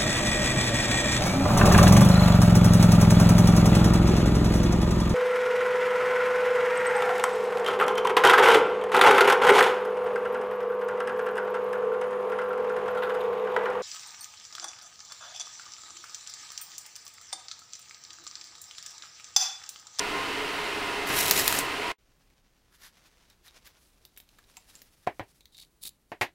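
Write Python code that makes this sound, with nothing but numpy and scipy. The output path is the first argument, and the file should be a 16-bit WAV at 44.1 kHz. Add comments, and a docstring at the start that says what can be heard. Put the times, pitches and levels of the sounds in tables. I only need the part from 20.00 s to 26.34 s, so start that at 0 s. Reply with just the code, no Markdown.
"""A welder's fan roars in a tiled room, then one short tack weld sizzles and spits on a drill chuck.
The roar is coloured noise with wavering motor tones; the weld is dense tiny impulses and short bursts.
The roar stops abruptly. Gloved hands turn the chuck in fine grains of noise, and steel clicks as short
ringing bursts. Key and rod knock on a hollow-sounding tile, which rings in fading tones, and a steel rod
scrapes out of the jaws in rough swells of tiny impulses."""
import sys
import numpy as np
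from scipy import signal
from scipy.fft import rfft, irfft, next_fast_len
from scipy.io import wavfile
from scipy.ndimage import map_coordinates

SR = 44100
rng = np.random.default_rng(int(sys.argv[2]) if len(sys.argv) > 2 else 0)


def dump(signal):
    """Clip the signal to [-1, 1] and save it as 16-bit WAV at the path in sys.argv[1]."""
    limited = np.clip(np.atleast_2d(signal).T, -1, 1)
    pcm = np.round(limited * 32767).astype(np.int16)
    wavfile.write(sys.argv[1], SR, pcm)


N = 279594  # length of the scene in samples

FAN_STOP_S = 1.919
TOP_HZ = 15800


def amp(db):
    """Turn decibels into a gain."""
    return 10 ** (np.asarray(db) / 20)


def unit(x):
    """Scale a sound to an rms level of 1."""
    return x / np.sqrt(np.mean(x ** 2) + 1e-20)


def along(points, hz):
    """Read a curve of (pitch, value) points, spacing the pitches logarithmically."""
    point_hz, value = np.transpose(points)
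    return np.interp(np.log(hz + 1), np.log(point_hz + 1), value)


def clock():
    """Give the time of every sample in seconds."""
    return np.arange(N) / SR


def wobble(rate):
    """Draw a smooth random curve through `rate` random points a second."""
    points = rng.standard_normal(int(N * rate / SR) + 4)
    return map_coordinates(points, [clock() * rate])


def filtered(x, gain):
    """Multiply each frequency of x by its own gain."""
    n = x.shape[-1]
    padded = next_fast_len(n + 8192)
    spectrum = rfft(x, padded) * gain(np.fft.rfftfreq(padded, 1 / SR))
    return irfft(spectrum, padded)[..., :n]


def coloured(x, spectrum):
    """Shape x with a spectrum, then set its rms level to 1."""
    return unit(filtered(x, lambda hz: amp(along(spectrum, hz))))


def resonant(x, peaks):
    """Lift x around resonances given as (pitch_hz, width_hz, lift_db)."""
    def gain(f):
        return amp(sum(db / (1 + (2 * (f - hz) / width) ** 2) for hz, width, db in peaks))
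    return filtered(x, gain)


def noise(size=N):
    """Make white noise as a (mid, side) pair."""
    return rng.standard_normal((2, size))


def grains(rate, spread_db):
    """Scatter tiny impulses of uneven size at random times, on average `rate` a second."""
    present = rng.random(N) < rate / SR
    size = amp(spread_db * np.clip(rng.standard_normal(N), -2, 2))
    return unit(noise() * present * size)


def fading(t, t60):
    """Die away by 60 dB in t60 seconds."""
    return np.exp(-np.log(1000) * t / t60)


def held(start, end, attack_s, t60):
    """Rise from start, hold until end, then die away."""
    t = clock()
    return np.clip((t - start) / attack_s, 0, 1) * fading(np.maximum(t - end, 0), t60)


def tail(t60s):
    """Make dense ringing in which each frequency dies at its own speed."""
    hz, t, cells = signal.stft(noise(SR // 3), SR, nperseg=256)
    cells = cells * amp(-60 * t / along(t60s, hz)[:, None])
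    return signal.istft(cells, SR, nperseg=256)[1][:, :SR // 3]


def add(track, s, sound):
    """Mix a sound into a track from time s."""
    part = track[..., round(s * SR):][..., :sound.shape[-1]]
    part += sound[..., :part.shape[-1]]


def reverberant(x, wet_db):
    """Add the tiled walls' echoes, a dense tail set off by the middle of the sound."""
    # how long the room rings: pitch_hz, t60_s
    wall_decay = [(200, 0.2), (2000, 0.25), (12000, 0.17)]
    walls = tail(wall_decay)
    echoes = signal.fftconvolve(x[:1], walls / np.linalg.norm(walls[0]), axes=1)[:, :N]
    return x + amp(wet_db) * echoes


def stereo(pair):
    """Make left and right from (mid, side), with the side level depending on pitch."""
    # width of the sound: pitch_hz, side_db
    side_level = [(100, -22.5), (1000, -18.5), (5000, -20.5), (9000, -20.5), (14000, -10)]
    mid, side = pair
    side = filtered(side, lambda hz: amp(along(side_level, hz)))
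    return np.array([mid + side, mid - side])


def fan(air_db=-31.5, flutter_db=0.03, drift=0.0039, waver_db=4.5):
    """Turbulent air rings the welder's casing while motor tones waver in pitch and level."""
    # spectrum of the moving air: pitch_hz, level_db (per Hz)
    air_spectrum = [(20, -10.5), (60, -11.5), (150, -10.5), (290, -7), (420, -3), (560, -6.5), (800, -3.5),
                    (1130, -7), (1650, -4.5), (2700, -5.5), (3600, -10.5), (4300, -11.5), (6300, -20.5),
                    (9000, -23), (15500, -35)]
    # casing resonances: pitch_hz, width_hz, lift_db
    casing = [(306, 39, 8), (418.7, 51, 8.8), (697, 39, 6), (964, 75, 8.7), (1043, 12, 5.2),
              (1270, 110, 6.2), (1434, 27, 7.4), (1860, 120, 3.2), (2060, 60, 5.9), (2630, 250, 3.1),
              (3027, 250, 3.1)]
    # motor tones: pitch_hz, level_db (rms, before they waver)
    motor_tones = [(30, -59), (279.9, -51), (425.3, -52.5), (963.6, -53), (1055, -46), (1206, -54),
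                   (2110, -51.5), (2495, -54.5)]
    air = coloured(resonant(noise(), casing), air_spectrum)
    sound = air * amp(air_db + flutter_db * wobble(44))
    # time that runs slightly fast and slow bends all the tones together
    uneven_time = np.cumsum(1 + drift * wobble(25)) / SR
    for hz, db in motor_tones:
        level = np.sqrt(2) * amp(db + waver_db * wobble(22))
        sound = sound + level * np.sin(2 * np.pi * hz * uneven_time)
    return sound


def arc(cooling_db=-49, gas_db=-46, puff_db=-30, flare_db=-26, sputter_db=1.5, surge_db=2.25):
    """Small discharges sizzle over rumbling gas, with a puff and dull flare at lighting and a cooling fizz."""
    # first touch, main burn and last spit as the electrode is drawn away:
    # start_s, end_s, level_db (of the sizzle), rise_s
    burns = [(1.062, 1.127, -36, 0.019), (1.096, 1.55, -28.5, 0.044), (1.551, 1.592, -31, 0.017)]
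    # steel parts ringing under the arc: pitch_hz, width_hz, lift_db
    workpiece = [(1920, 260, 8.5), (2500, 75, 6.5), (3900, 62, 6), (4234, 110, 4), (5620, 93, 8),
                 (7700, 150, 3.5), (10210, 97, 3.5), (12540, 92, 4)]
    # spectrum of the sizzle: pitch_hz, level_db (per Hz)
    sizzle_spectrum = [(100, -16.5), (400, 0.5), (1000, -3.5), (2000, -2), (2800, 1), (3500, -0.5),
                       (5000, -1), (8000, -2.5), (12500, -1.5), (15000, -2.5), (16000, -17)]
    # these two spectra have the same columns
    flare_spectrum = [(100, -2), (2200, -0.5), (6000, -13.5), (15000, -28)]
    gas_spectrum = [(25, -13.0), (90, -0.5), (200, -5.5), (400, -20.5), (1500, -51.5)]
    lit, spent = burns[1][:2]

    spurts = [amp(db) * held(start, end, rise, t60=0.11) for start, end, db, rise in burns]
    burning = np.max(spurts, axis=0) * amp(surge_db * wobble(23))
    cooling = amp(cooling_db) * held(spent, spent, attack_s=.02, t60=1.4)

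    discharges = reverberant(grains(rate=7000, spread_db=3), wet_db=-5)
    crackle = coloured(resonant(discharges, workpiece), sizzle_spectrum)
    flare = amp(flare_db) * held(lit, lit, attack_s=0.0059, t60=0.44)
    flare = flare * coloured(noise(), flare_spectrum)

    rumble = amp(gas_db) * held(lit, spent, attack_s=0.022, t60=0.89)
    puff = amp(puff_db) * held(lit, lit, attack_s=.005, t60=0.097)
    gas = coloured(noise(), gas_spectrum) * (rumble + puff)
    return (crackle * (burning + cooling) + flare) * amp(sputter_db * wobble(200)) + gas


def pops(crack_db=1, crack_s=.00016, spray_db=-17, spray_t60=0.019):
    """Each bursting molten drop sends out a short, hard shock and a brief spray."""
    # molten drops bursting: start_s, level_db
    bursts = [(1.1898, -8), (1.2386, -15), (1.282, -9), (1.3110, 2.5), (1.3134, -5.5), (1.479, 1.5),
              (1.4807, -15.5), (1.526, -7.5), (1.5892, -6)]
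    # spectrum of shock and spray: pitch_hz, level_db (per Hz)
    shock_spectrum = [(100, -8), (400, -11.5), (700, -4), (1500, 3), (2500, 4.5), (5000, -3), (10000, 1),
                      (15500, -6)]
    out, t = np.zeros((2, N)), np.arange(SR // 20) / SR
    for s, db in bursts:
        shock = coloured(noise(len(t)), shock_spectrum) * np.exp(-(t / crack_s / 2) ** 2)
        shock *= amp(crack_db) / np.abs(shock[0]).max()
        spray = coloured(noise(len(t)), shock_spectrum) * fading(t, spray_t60)
        add(out, s, amp(db) * (shock + amp(spray_db) * spray))
    return reverberant(out, wet_db=-7.5)


def gloves(turning_db=-75.0, moving_db=-78, catch_db=2.3):
    """Rubber and knit catch on steel in fine grains; new grips ease off and quick slides swell and drop."""
    # gloves shifting their grip: start_s, length_s, palm_db (rubber), back_db (knit)
    regrips = [(2.917, 0.397, -63, -74.5), (3.445, 0.314, -62, -72), (3.769, 0.097, -77.5, -66.5),
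               (4.277, 0.37, -71, -74), (4.463, 0.24, -67, -69.5), (4.664, 0.17, -65.5, -63.5),
               (4.869, 0.37, -71.5, -70), (5.258, .1, -71, -67)]
    # quick slides over the steel: peak_s, level_db, rise_s, fall_s
    slides = [(2.752, -62, 0.034, 0.019), (2.858, -50.5, 0.047, 0.031), (3.07, -62, .015, 0.016),
              (3.473, -56, 0.028, 0.016), (3.669, -52.5, 0.018, 0.013), (4.745, -62.5, 0.014, 0.011),
              (5.04, -63, 0.014, 0.013)]
    # spectra of rubber palm, knitted back and slide: pitch_hz, level_db (per Hz)
    palm_spectrum = [(150, -10.5), (500, -1), (1000, -0.5), (1700, -0.5), (2500, -0.5), (4000, -2.5),
                     (6000, -3), (8000, -11.5), (15000, -23)]
    knit_spectrum = [(1500, -17), (4000, 0), (7000, -2.5), (11000, 0), (15500, -8.5)]
    slide_spectrum = [(150, -9), (600, -9.5), (1100, -1), (1750, 3.5), (2500, -3), (3500, 0.5),
                      (6000, -2.5), (8500, -7.5), (12000, -4), (15500, -13.5)]
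    regrip_attack_s, regrip_t60, sag_db_per_s = 0.037, .4, 17
    t = clock()
    # the palm turns the chuck, then the knit of the moving hands joins in
    palm = amp(turning_db) * held(1.98, 4.9, attack_s=0.0099, t60=2)
    knit = amp(moving_db) * held(3.75, 6.2, attack_s=.02, t60=0.46)
    for s, length, rubber_db, back_db in regrips:
        shift = held(s, s + length, regrip_attack_s, regrip_t60)
        shift = shift * amp(-sag_db_per_s * np.maximum(t - s, 0))
        palm = np.hypot(palm, amp(rubber_db) * shift)
        knit = np.hypot(knit, amp(back_db) * shift)
    rub = palm * coloured(grains(rate=6000, spread_db=3.5), palm_spectrum)
    rub += knit * coloured(grains(rate=18000, spread_db=2.5), knit_spectrum)

    sliding = np.zeros(N)
    for s, db, rise, fall in slides:
        sliding += amp(db) * np.exp(-((t - s) / np.where(t < s, rise, fall)) ** 2)
    slide = sliding * coloured(grains(rate=7900, spread_db=2.5), slide_spectrum)
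    return rub * amp(catch_db * wobble(51)) + slide


def room(level_db=-67):
    """The quiet room is soft coloured noise whose level wanders, entering just after the fan stops."""
    # spectrum of the room: pitch_hz, level_db (per Hz)
    room_spectrum = [(12, -46), (20, -2.5), (59, -4), (92, -13.5), (140, -12.5), (289, -17.5), (393, -18.5),
                     (427, -21), (811, -25.5), (1980, -30.5), (15500, -38.5)]
    audible = clock() - FAN_STOP_S > .064
    return amp(level_db + wobble(5.4)) * coloured(noise(), room_spectrum) * audible


def clicks(tick_db=2.5, tick_t60=0.0086, ring_t60=0.044, rise_s=0.00037, focus=.32, spill=0.08):
    """Steel contacts and dull knocks of the chuck on the palm tick, rebound once and ring most in the
    resonances near a favoured pitch."""
    # steel touching steel, and the chuck knocking on the gloved palm (the dull low rows at 4.386 s and 4.571
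    # s): start_s, level_db, pitch_hz (where it rings most), ring_db
    contacts = [(2.301, -61, 2205, -3.5), (3.300, -46, 4650, -10.5), (3.48, -47, 3900, -0.5),
                (3.668, -50.5, 2990, -11), (3.672, -48.5, 13960, -3), (4.051, -41.5, 11950, -10),
                (4.164, -49.5, 3880, -8), (4.1743, -40, 11700, -0.5), (4.2009, -40.5, 11740, -10.5),
                (4.290, -48.5, 3970, -21.5), (4.386, -51, 1390, 0.5), (4.440, -56, 3900, -2),
                (4.569, -38, 7260, -6.5), (4.571, -46.5, 895, -3), (4.702, -54.5, 3900, 2.5),
                (4.753, -43, 7090, -2), (4.792, -51, 7000, -8.5), (4.818, -39.5, 15000, -7),
                (5.407, -47, 3936, -6.5), (5.456, -42.5, 3900, -19.5), (5.546, -52.5, 3914, 3),
                (5.586, -44.5, 3930, -4), (5.634, -47.5, 3960, -8), (5.852, -35.5, 3985, -5),
                (5.863, -37.5, 9780, -1.5)]
    # chuck and key, damped by the gloves: pitch_hz, width_hz, lift_db
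    steel = [(810, 270, 11.5), (1700, 190, 9), (2260, 200, 16), (3800, 430, 17), (5420, 350, 2),
             (7400, 710, 15), (10070, 400, -8), (11900, 470, 9), (12440, 490, 10), (15400, 700, 10.5)]
    # spectrum of the tick: pitch_hz, level_db (per Hz)
    tick_spectrum = [(300, -4), (1200, -14), (2200, 0), (3800, 0.5), (6000, -3.5), (9500, -9), (15500, -10)]
    rebound_s, rebound_db = .006, -11.5  # average delay and relative level
    out, t = np.zeros((2, N)), np.arange(SR // 6) / SR
    rise = 1 - np.exp(-t / rise_s)

    def tick():
        """Make a fresh burst of noise that dies quickly."""
        return amp(tick_db) * coloured(noise(len(t)), tick_spectrum) * fading(t, tick_t60)

    for s, db, centre_hz, ring_db in contacts:
        def favoured(f):
            """Favour pitches near the centre, letting a little of the rest through."""
            return spill + np.exp(-(np.log((f + 1) / centre_hz) / focus) ** 2)

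        ring = unit(filtered(resonant(noise(len(t)), steel), favoured)) * fading(t, ring_t60)
        add(out, s, amp(db) * (tick() + amp(ring_db) * ring) * rise)
        rebound = s + rebound_s * (.5 + rng.random())
        add(out, rebound, amp(db + rebound_db) * tick() * rise)
    return reverberant(out, wet_db=-8.5)


def knocks(push_db=9, thump_hz=105, thump_t60=0.087):
    """Each landing pushes the tile and sets it ringing; soft contacts are slower and lose treble."""
    # key and rod landing on the tile: start_s, level_db, soft_hz (softer above this), modes_db, thump_db
    landings = [(5.0680, -43.5, 2000, -7, -20), (5.073, -31, 1450, 11, -8), (5.1958, -38, 1730, 5.5, -23),
                (5.2050, -46, 1490, 5, 11), (6.1185, -38, 1850, -12.5, -11.5), (6.212, -24, 4473, -7, -9),
                (6.2210, -30.5, 3500, -1.5, -18)]
    # spectrum of the dense ringing: pitch_hz, level_db (per Hz)
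    tile_spectrum = [(30, -25), (90, -17), (200, -10), (340, 4), (500, -1.5), (690, 7), (1000, 2.5),
                     (1300, -5.5), (1800, 5), (2250, 4), (3200, -2), (5500, -8), (8500, -10), (12500, -1.5),
                     (15500, -8)]
    # the tile's main tones: pitch_hz, level_db, t60_s
    tile_modes = [(327, -20.5, 0.078), (666, -7, 0.043), (722, 0, 0.062), (881, -14, 0.037),
                  (1017, -6.5, .06)]
    # decay of the dense ringing: pitch_hz, t60_s
    tile_decay = [(100, 0.09), (260, 0.13), (700, .11), (1840, .115), (4850, 0.12), (12000, 0.11)]
    out, t = np.zeros((2, N)), np.arange(SR // 3) / SR
    modes = sum(amp(db) * fading(t, t60) * np.sin(-2 * np.pi * hz * t) for hz, db, t60 in tile_modes)
    thump = fading(t, thump_t60) * np.sin(2 * np.pi * thump_hz * t)
    for s, db, soft_hz, mode_db, thump_db in landings:
        def softened(f):
            """Give the tile its colour and take away treble."""
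            return amp(along(tile_spectrum, f)) / (1 + (f / soft_hz) ** 2)

        u = np.pi * soft_hz * t  # time in units of the contact's duration
        dense = filtered(tail(tile_decay), softened) * (1 - np.exp(-u))
        dense /= np.std(dense[0, :SR // 50])  # the first 20 ms sets the level
        push = amp(push_db) * u * (u - 2) * np.exp(1 - u)
        add(out, s, amp(db) * (push + dense + amp(mode_db) * modes + amp(thump_db) * thump))
    return out


def rod(judder_db=6.0):
    """The rod sticks and slips in the jaws; each pull swells until it stops, the shorter one hissing more."""
    # pulls through the jaws: start_s, length_s, level_db (at the end), hiss_db (added)
    pulls = [(5.516, .115, -49.5, -9.5), (5.809, 0.062, -43.5, 6.5)]
    # spectra of the rasp and of the hiss: pitch_hz, level_db (per Hz)
    rasp_spectrum = [(300, -29), (1600, -31.5), (2600, -17), (3400, -7), (3850, 2.5), (4400, -4.5),
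                     (5200, -10.5), (6400, -16), (7500, -13.5), (15500, -30.5)]
    hiss_spectrum = [(300, -23), (2200, -19.5), (4500, -4), (6500, -5.5), (8500, -1.5), (10200, 6.5),
                     (11500, -4.5), (13500, 0.5), (15500, 0)]
    attack_s, swell_db, pull_t60 = 0.013, 11.5, 0.059
    slips = grains(rate=3500, spread_db=5) * amp(judder_db * wobble(170))
    slips = reverberant(slips, wet_db=-8)
    rasp, hiss = coloured(slips, rasp_spectrum), coloured(slips, hiss_spectrum)
    out = np.zeros((2, N))
    for s, length, db, hiss_db in pulls:
        to_go = np.clip(1 - (clock() - s) / length, 0, 1)  # share of the pull still ahead
        level = amp(db - swell_db * to_go) * held(s, s + length, attack_s, pull_t60)
        out += level * (rasp + amp(hiss_db) * hiss)
    return out


def scene(stop_drop_db=-13, stop_t60=0.068):
    """Welding stops with a sudden drop and a short fade, then come quiet hands in the middle."""
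    after = clock() - FAN_STOP_S
    running = np.where(after < 0, 1, amp(stop_drop_db) * fading(np.abs(after), stop_t60))
    lean = amp([[-.7], [.7]])  # the fan stands a little to the right
    welding = stereo(running * fan()) * lean + stereo(running * (arc() + pops()))
    handwork = gloves() + room() + clicks() + knocks() + rod()
    return welding + handwork[0]  # only the mid part, so the hands work dead centre


def record(dry):
    """Let nothing above the top frequency through."""
    return filtered(dry, lambda hz: hz < TOP_HZ)


dry = scene()
out = record(dry)
dump(out)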